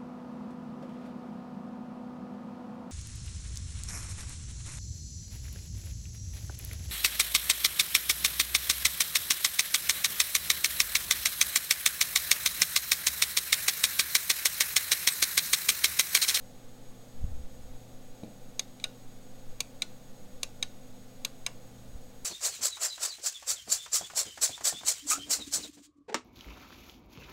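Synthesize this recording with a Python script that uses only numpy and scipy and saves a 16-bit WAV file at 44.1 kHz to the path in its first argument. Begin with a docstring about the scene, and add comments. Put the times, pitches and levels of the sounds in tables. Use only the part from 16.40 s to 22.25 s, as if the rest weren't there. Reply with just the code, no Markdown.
"""A small energy meter is clicked close to a hand-held camera in a small room. From the start there is
a steady low hum, hiss, and a thin electronic whine that pauses at a regular beat. Near 1 s the hand bumps
the camera; at 1.8 s the finger knocks the meter against the floor. From 2.2 to 5.1 s it clicks the plastic
button four times: each press and release snaps the switch and rings the modes of the case.
A last, softer bump of the camera follows at 5.6 s."""
import sys
import numpy as np
from scipy import signal
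from scipy.fft import rfft, irfft, next_fast_len
from scipy.io import wavfile
from scipy.ndimage import map_coordinates

SR = 44100
rng = np.random.default_rng(int(sys.argv[2]) if len(sys.argv) > 2 else 0)


def wrap_up_sound(samples):
    """Save the sound to the file named by the first command line argument, as 16-bit audio."""
    columns = np.atleast_2d(samples).T
    # keep every value between -1 and 1, then stretch to whole-number steps
    tamed = np.clip(columns, -1, 1)
    steps = np.round(tamed * 32767).astype(np.int16)
    wavfile.write(sys.argv[1], SR, steps)


N = 257852

# the switch snaps in: start_s, level_db
PRESSES = [(2.1936, -17.5), (3.204, -17.5), (4.0307, -17.5), (4.8481, -18)]
# the switch springs back: start_s, level_db
RELEASES = [(2.4397, -11), (3.4196, -9), (4.2259, -9), (5.0630, -9)]
# the fingertip touches the button lightly: start_s, level_db
TOUCHES = [(1.8335, -49.5), (2.3975, -43)]
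# modes of the plastic case: pitch_hz, t60_s, press_db, release_db
CASE_MODES = [(450, 0.017, -16, -24.5), (719.3, 0.0201, -20.5, -20.5), (1094, 0.0338, -21, -27),
              (1460.7, 0.14, -66, -36.5), (1736, 0.0197, -47, -21.5), (2030.4, 0.0191, -22.5, -22),
              (2335.6, 0.01312, -3.5, -1), (2755.3, 0.0282, -8.5, -17.5), (3377, 0.00826, 2.5, -28.5),
              (3453, 0.0254, -6, -21), (3847.7, 0.0123, 6, 5.5), (4432, 0.0131, -0.5, -19),
              (4967, 0.01114, -1, -7), (6409, 0.012, 6, -5.5), (7150, 0.01, 2, -22.5),
              (8387, 0.0233, -11, -14.5), (8606, 0.01735, -12, -10.5), (9435, 0.0127, -10, -24.5),
              (12013, 0.0137, -10.5, -28), (13560, 0.0104, -9, -16.5)]
def button():
    """Impact excitation: press and release weight the same modes differently, one bright, one rounder."""
    going_in = [(hz, t60, db) for hz, t60, db, _ in CASE_MODES]
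    coming_back = [(hz, t60, db) for hz, t60, _, db in CASE_MODES]
    press = snaps(PRESSES, going_in, rise_s=0.001784, travel_s=0.00415, damp_db=-5,
                  crack_db=-3.0, crack_t60=0.018, cutoff_hz=16100, near_db=-7.5, room_db=-16.5)
    release = snaps(RELEASES, coming_back, rise_s=0.002421, travel_s=0.00396, damp_db=-5,
                    crack_db=-4.0, crack_t60=0.01079, cutoff_hz=4430, near_db=-4.5, room_db=-15.5)
    touch = snaps(TOUCHES, coming_back, rise_s=0.00206, travel_s=0.0056, damp_db=-7,
                  crack_db=-0.5, crack_t60=0.0292, cutoff_hz=5000, near_db=-10.5, room_db=-3.5)
    return press + release + touch


# spectrum of the contact noise: frequency_hz, relative_density_db
CRACK_SPECTRUM = [(200, -25), (500, -22.5), (1050, -22), (1450, -16.5), (1850, -17), (2350, -6), (3100, -9),
                  (3800, -1.5), (5300, -9.5), (6600, -5.5), (8500, -15), (10000, -11), (13800, -22),
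                  (16000, -25.5)]
def snaps(events, modes, rise_s, travel_s, damp_db, crack_db, crack_t60, cutoff_hz, near_db, room_db):
    """Snap-through buckling: ring and crack swell as the switch dome flips and are damped as it seats."""
    track, t = np.zeros(N), np.arange(SR // 3) / SR
    seated = 1 - 1 / (1 + (t / travel_s) ** 10)
    swell = (1 - np.exp(-(t / rise_s) ** 2)) * amp(damp_db * seated)

    def contact_noise():
        """Low-pass filtering: a short burst of contact noise, its treble rolled off above cutoff_hz."""
        burst = filtered(noise(CRACK_SPECTRUM, size=len(t)), lambda hz: 1 / np.hypot(1, hz / cutoff_hz))
        return unit(burst) * fade(t, crack_t60) * swell

    texture = contact_noise()  # the same parts meet in a similar way each time
    for start_s, db in events:
        crack = amp(crack_db) * (texture + 0.304 * contact_noise())
        ring = case_ring(modes, t) * swell
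        sideways = 0.274 * ring + contact_noise()  # to the sides the case radiates a broader colour
        add(track, start_s, amp(db) * (ring + crack + reflections(sideways, near_db, room_db)))
    return track


def case_ring(modes, t, vary_db=2.0):
    """Modal superposition: the case rings as damped sines whose strengths vary from blow to blow."""
    hz, t60, db = np.transpose(modes)[:, :, None]
    strength = amp(db + vary_db * rng.standard_normal(hz.shape))
    sign = (-1) ** np.arange(len(hz))[:, None]  # neighbouring modes swing opposite ways
    return np.sum(sign * strength * np.sin(2 * np.pi * hz * t) * fade(t, t60), axis=0)


# the meter meets the floor: start_s, level_db
KNOCKS = [(1.8335, -34.5), (1.876, -47)]
# modes of the meter on the floor: pitch_hz, t60_s, level_db
FLOOR_MODES = [(214, 0.0935, 3), (287, 0.042, 1.5), (485, 0.039, -2.5), (594, 0.0191, 3.5),
               (760, 0.018, -23)]
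def knocks(contact_s=0.001):
    """Damped free vibration: the meter rocks under the finger and thuds dully on the floor."""
    track, t = np.zeros(N), np.arange(SR // 3) / SR
    ring = sum(amp(db) * np.sin(2 * np.pi * hz * t) * fade(t, t60) for hz, t60, db in FLOOR_MODES)
    thud = ring * (1 - np.exp(-t / contact_s))
    for start_s, db in KNOCKS:
        add(track, start_s, amp(db) * (thud + reflections(thud, near_db=-12.5, room_db=-18.5)))
    return track


# shifts of grip, each length taken between its -20 dB points: peak_s, level_db, length_s
GRIP_SHIFTS = [(0.855, -26, 0.3424), (1.267, -38, 0.37), (2.99, -42.5, 0.01), (3.131, -43, 0.31),
               (3.886, -51.5, 1.06), (5.534, -44.5, 0.99)]
# bumps of the hand on the camera: peak_s, level_db, half_width_s
BUMPS = [(0.843, -21.5, 0.00186), (0.998, -34.5, 0.0041), (1.052, -31, 0.0158), (5.556, -31.5, 0.00528)]
# spectrum of the hand's rumble: frequency_hz, relative_density_db
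RUMBLE_SPECTRUM = [(12, 19), (25, 0), (60, 6), (80, -2.5), (180, -21), (300, -65.5), (600, -110)]
def handling(rest_db=-60, rise_share=0.294, shudder_hz=62.6, shudder_t60=0.143, shudder_db=-7.5):
    """Structure-borne sound: shifts of grip rumble; bumps shake the camera like a mass on a spring."""
    t = np.arange(N) / SR
    grip = amp(rest_db)
    for peak_s, db, length_s in GRIP_SHIFTS:
        from_peak = np.maximum((peak_s - t) / rise_share, (t - peak_s) / (1 - rise_share)) / length_s
        grip = grip + amp(db - 20 * from_peak)
    pushes = sum(amp(db) / (1 + ((t - peak_s) / half_width_s) ** 2) for peak_s, db, half_width_s in BUMPS)
    spring = np.cos(2 * np.pi * shudder_hz * t) * fade(t, shudder_t60) * 2 * np.pi * shudder_hz / SR
    shudder = amp(shudder_db) * signal.fftconvolve(pushes, spring)[:N]
    return grip * noise(RUMBLE_SPECTRUM) + pushes + shudder


# tones of the machines: pitch_hz, rms_db
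HUM_TONES = [(120, -59), (150, -68.5), (199.5, -63.5), (250, -61), (275, -68.5), (349, -72.5), (503, -74),
             (750, -73.5), (1443, -81.5)]
# spectrum of the room noise: frequency_hz, relative_density_db
AIR_SPECTRUM = [(12, 7.5), (25, -12), (45, -28.5), (65, -28.5), (87, -24.5), (110, -21), (135, -22),
                (171, -19), (196, -17), (256, -18), (376, -28), (509, -14.5), (582, -22.5), (736, -24.5),
                (860, -25.5), (1050, -46.5), (2400, -120)]
def hum(waver_db=1.79, drift_rad=0.375):
    """Forced vibration: mains-driven machines drone in slightly unsteady tones over soft room noise."""
    tones, t = np.zeros(N), np.arange(N) / SR
    for hz, db in HUM_TONES:
        strength = amp(db + waver_db * wobble(4.946))
        phase = 2 * np.pi * (hz * t + rng.random()) + drift_rad * wobble(4.72)
        tones += strength * np.sin(phase)
    return np.sqrt(2) * tones + amp(-45.5) * noise(AIR_SPECTRUM)


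# tones of the whine while it sounds: pitch_hz, rms_db
WHINE_TONES = [(6750, -69), (8001, -76), (11375, -84), (12629, -91), (13500, -78)]
# spectrum of the hiss: frequency_hz, relative_density_db
HISS_SPECTRUM = [(590, -36), (1000, -1.5), (1200, 0), (1320, -2.5), (1480, -2.5), (2940, -6), (3500, -2.5),
                 (5700, -8), (6550, -4.5), (7100, -7.5), (8070, -7.5), (10700, -12.5), (13900, -11.5),
                 (16000, -12)]
def electronics(cycle_s=0.13325, pause_s=0.0226, ramp_s=0.00215):
    """Amplitude gating: a thin whine stops briefly in every cycle of the circuit, over steady hiss."""
    t = np.arange(N) / SR
    from_pause_s = np.abs((t / cycle_s + .5) % 1 - .5) * cycle_s
    gate = np.clip((from_pause_s - pause_s / 2) / ramp_s, 0, 1)
    whine = sum(amp(db) * np.sin(2 * np.pi * (hz * t + rng.random())) for hz, db in WHINE_TONES)
    return np.sqrt(2) * gate * whine + amp(-61.5) * noise(HISS_SPECTRUM)


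# decay of reflections from the floor and furniture close by: frequency_hz, t60_s
NEAR_DECAY = [(500, 0.228), (2000, 0.053), (4000, 0.022), (7000, 0.0198), (12000, 0.0073)]
# decay of the room: frequency_hz, t60_s
ROOM_DECAY = [(300, 0.83), (3500, 0.215), (7000, 0.222), (13000, 0.102)]
def reflections(x, near_db, room_db):
    """Early reflections and reverberation: nearby surfaces answer first, then the room."""
    near = amp(near_db) * echoes(x, NEAR_DECAY, delay_s=0.003)
    room = amp(room_db) * echoes(x, ROOM_DECAY, delay_s=0.0052)
    return near + room


def echoes(x, decay, delay_s):
    """Diffuse field: x is convolved with a delayed noise tail, each frequency dying at its own rate."""
    hz, t, bands = signal.stft(rng.standard_normal(SR // 3), SR, nperseg=128)
    tail = signal.istft(bands * fade(t, along(decay, hz)[:, None]), SR, nperseg=128)[1]
    tail = np.pad(tail, (round(delay_s * SR), 0))
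    return signal.fftconvolve(x, tail / np.linalg.norm(tail))[:len(x)]


def amp(db):
    """Decibels to amplitude gain."""
    return 10 ** (np.asarray(db) / 20)


def unit(x):
    """Normalisation to rms 1."""
    return x / np.sqrt(np.mean(x ** 2) + 1e-20)


def along(points, hz):
    """Interpolation of (frequency_hz, value) points on a log frequency axis."""
    frequencies, values = np.transpose(points)
    return np.interp(np.log(hz + 1), np.log(frequencies + 1), values)


def filtered(x, response):
    """Linear filtering: the spectrum of x times a frequency response."""
    size = next_fast_len(len(x) + SR // 4)
    return irfft(rfft(x, size) * response(np.fft.rfftfreq(size, 1 / SR)), size)[:len(x)]


def noise(spectrum, size=N):
    """Spectral shaping: coloured noise of rms 1."""
    return unit(filtered(rng.standard_normal(size), lambda hz: amp(along(spectrum, hz))))


def wobble(rate_hz):
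    """Random modulation: a smooth curve through rate_hz knots a second."""
    knots = rng.standard_normal(int(N * rate_hz / SR) + 4)
    return map_coordinates(knots, [np.arange(N) * rate_hz / SR])


def fade(t, t60):
    """Exponential decay of 60 dB in t60 seconds."""
    return np.exp(-np.log(1000) * t / t60)


def add(track, start_s, sound):
    """Mix a sound into the track at start_s."""
    part = track[round(start_s * SR):][:len(sound)]
    part += sound[:len(part)]


def scene():
    """Superposition: all sources sum at the one microphone."""
    return (button() + knocks() + handling() + hum() + electronics())[None]


TOP_HZ = 16050
def record(dry):
    """Band limiting: the camera keeps nothing above TOP_HZ."""
    return np.array([filtered(channel, lambda hz: hz < TOP_HZ) for channel in dry])


dry = scene()
out = record(dry)
wrap_up_sound(out)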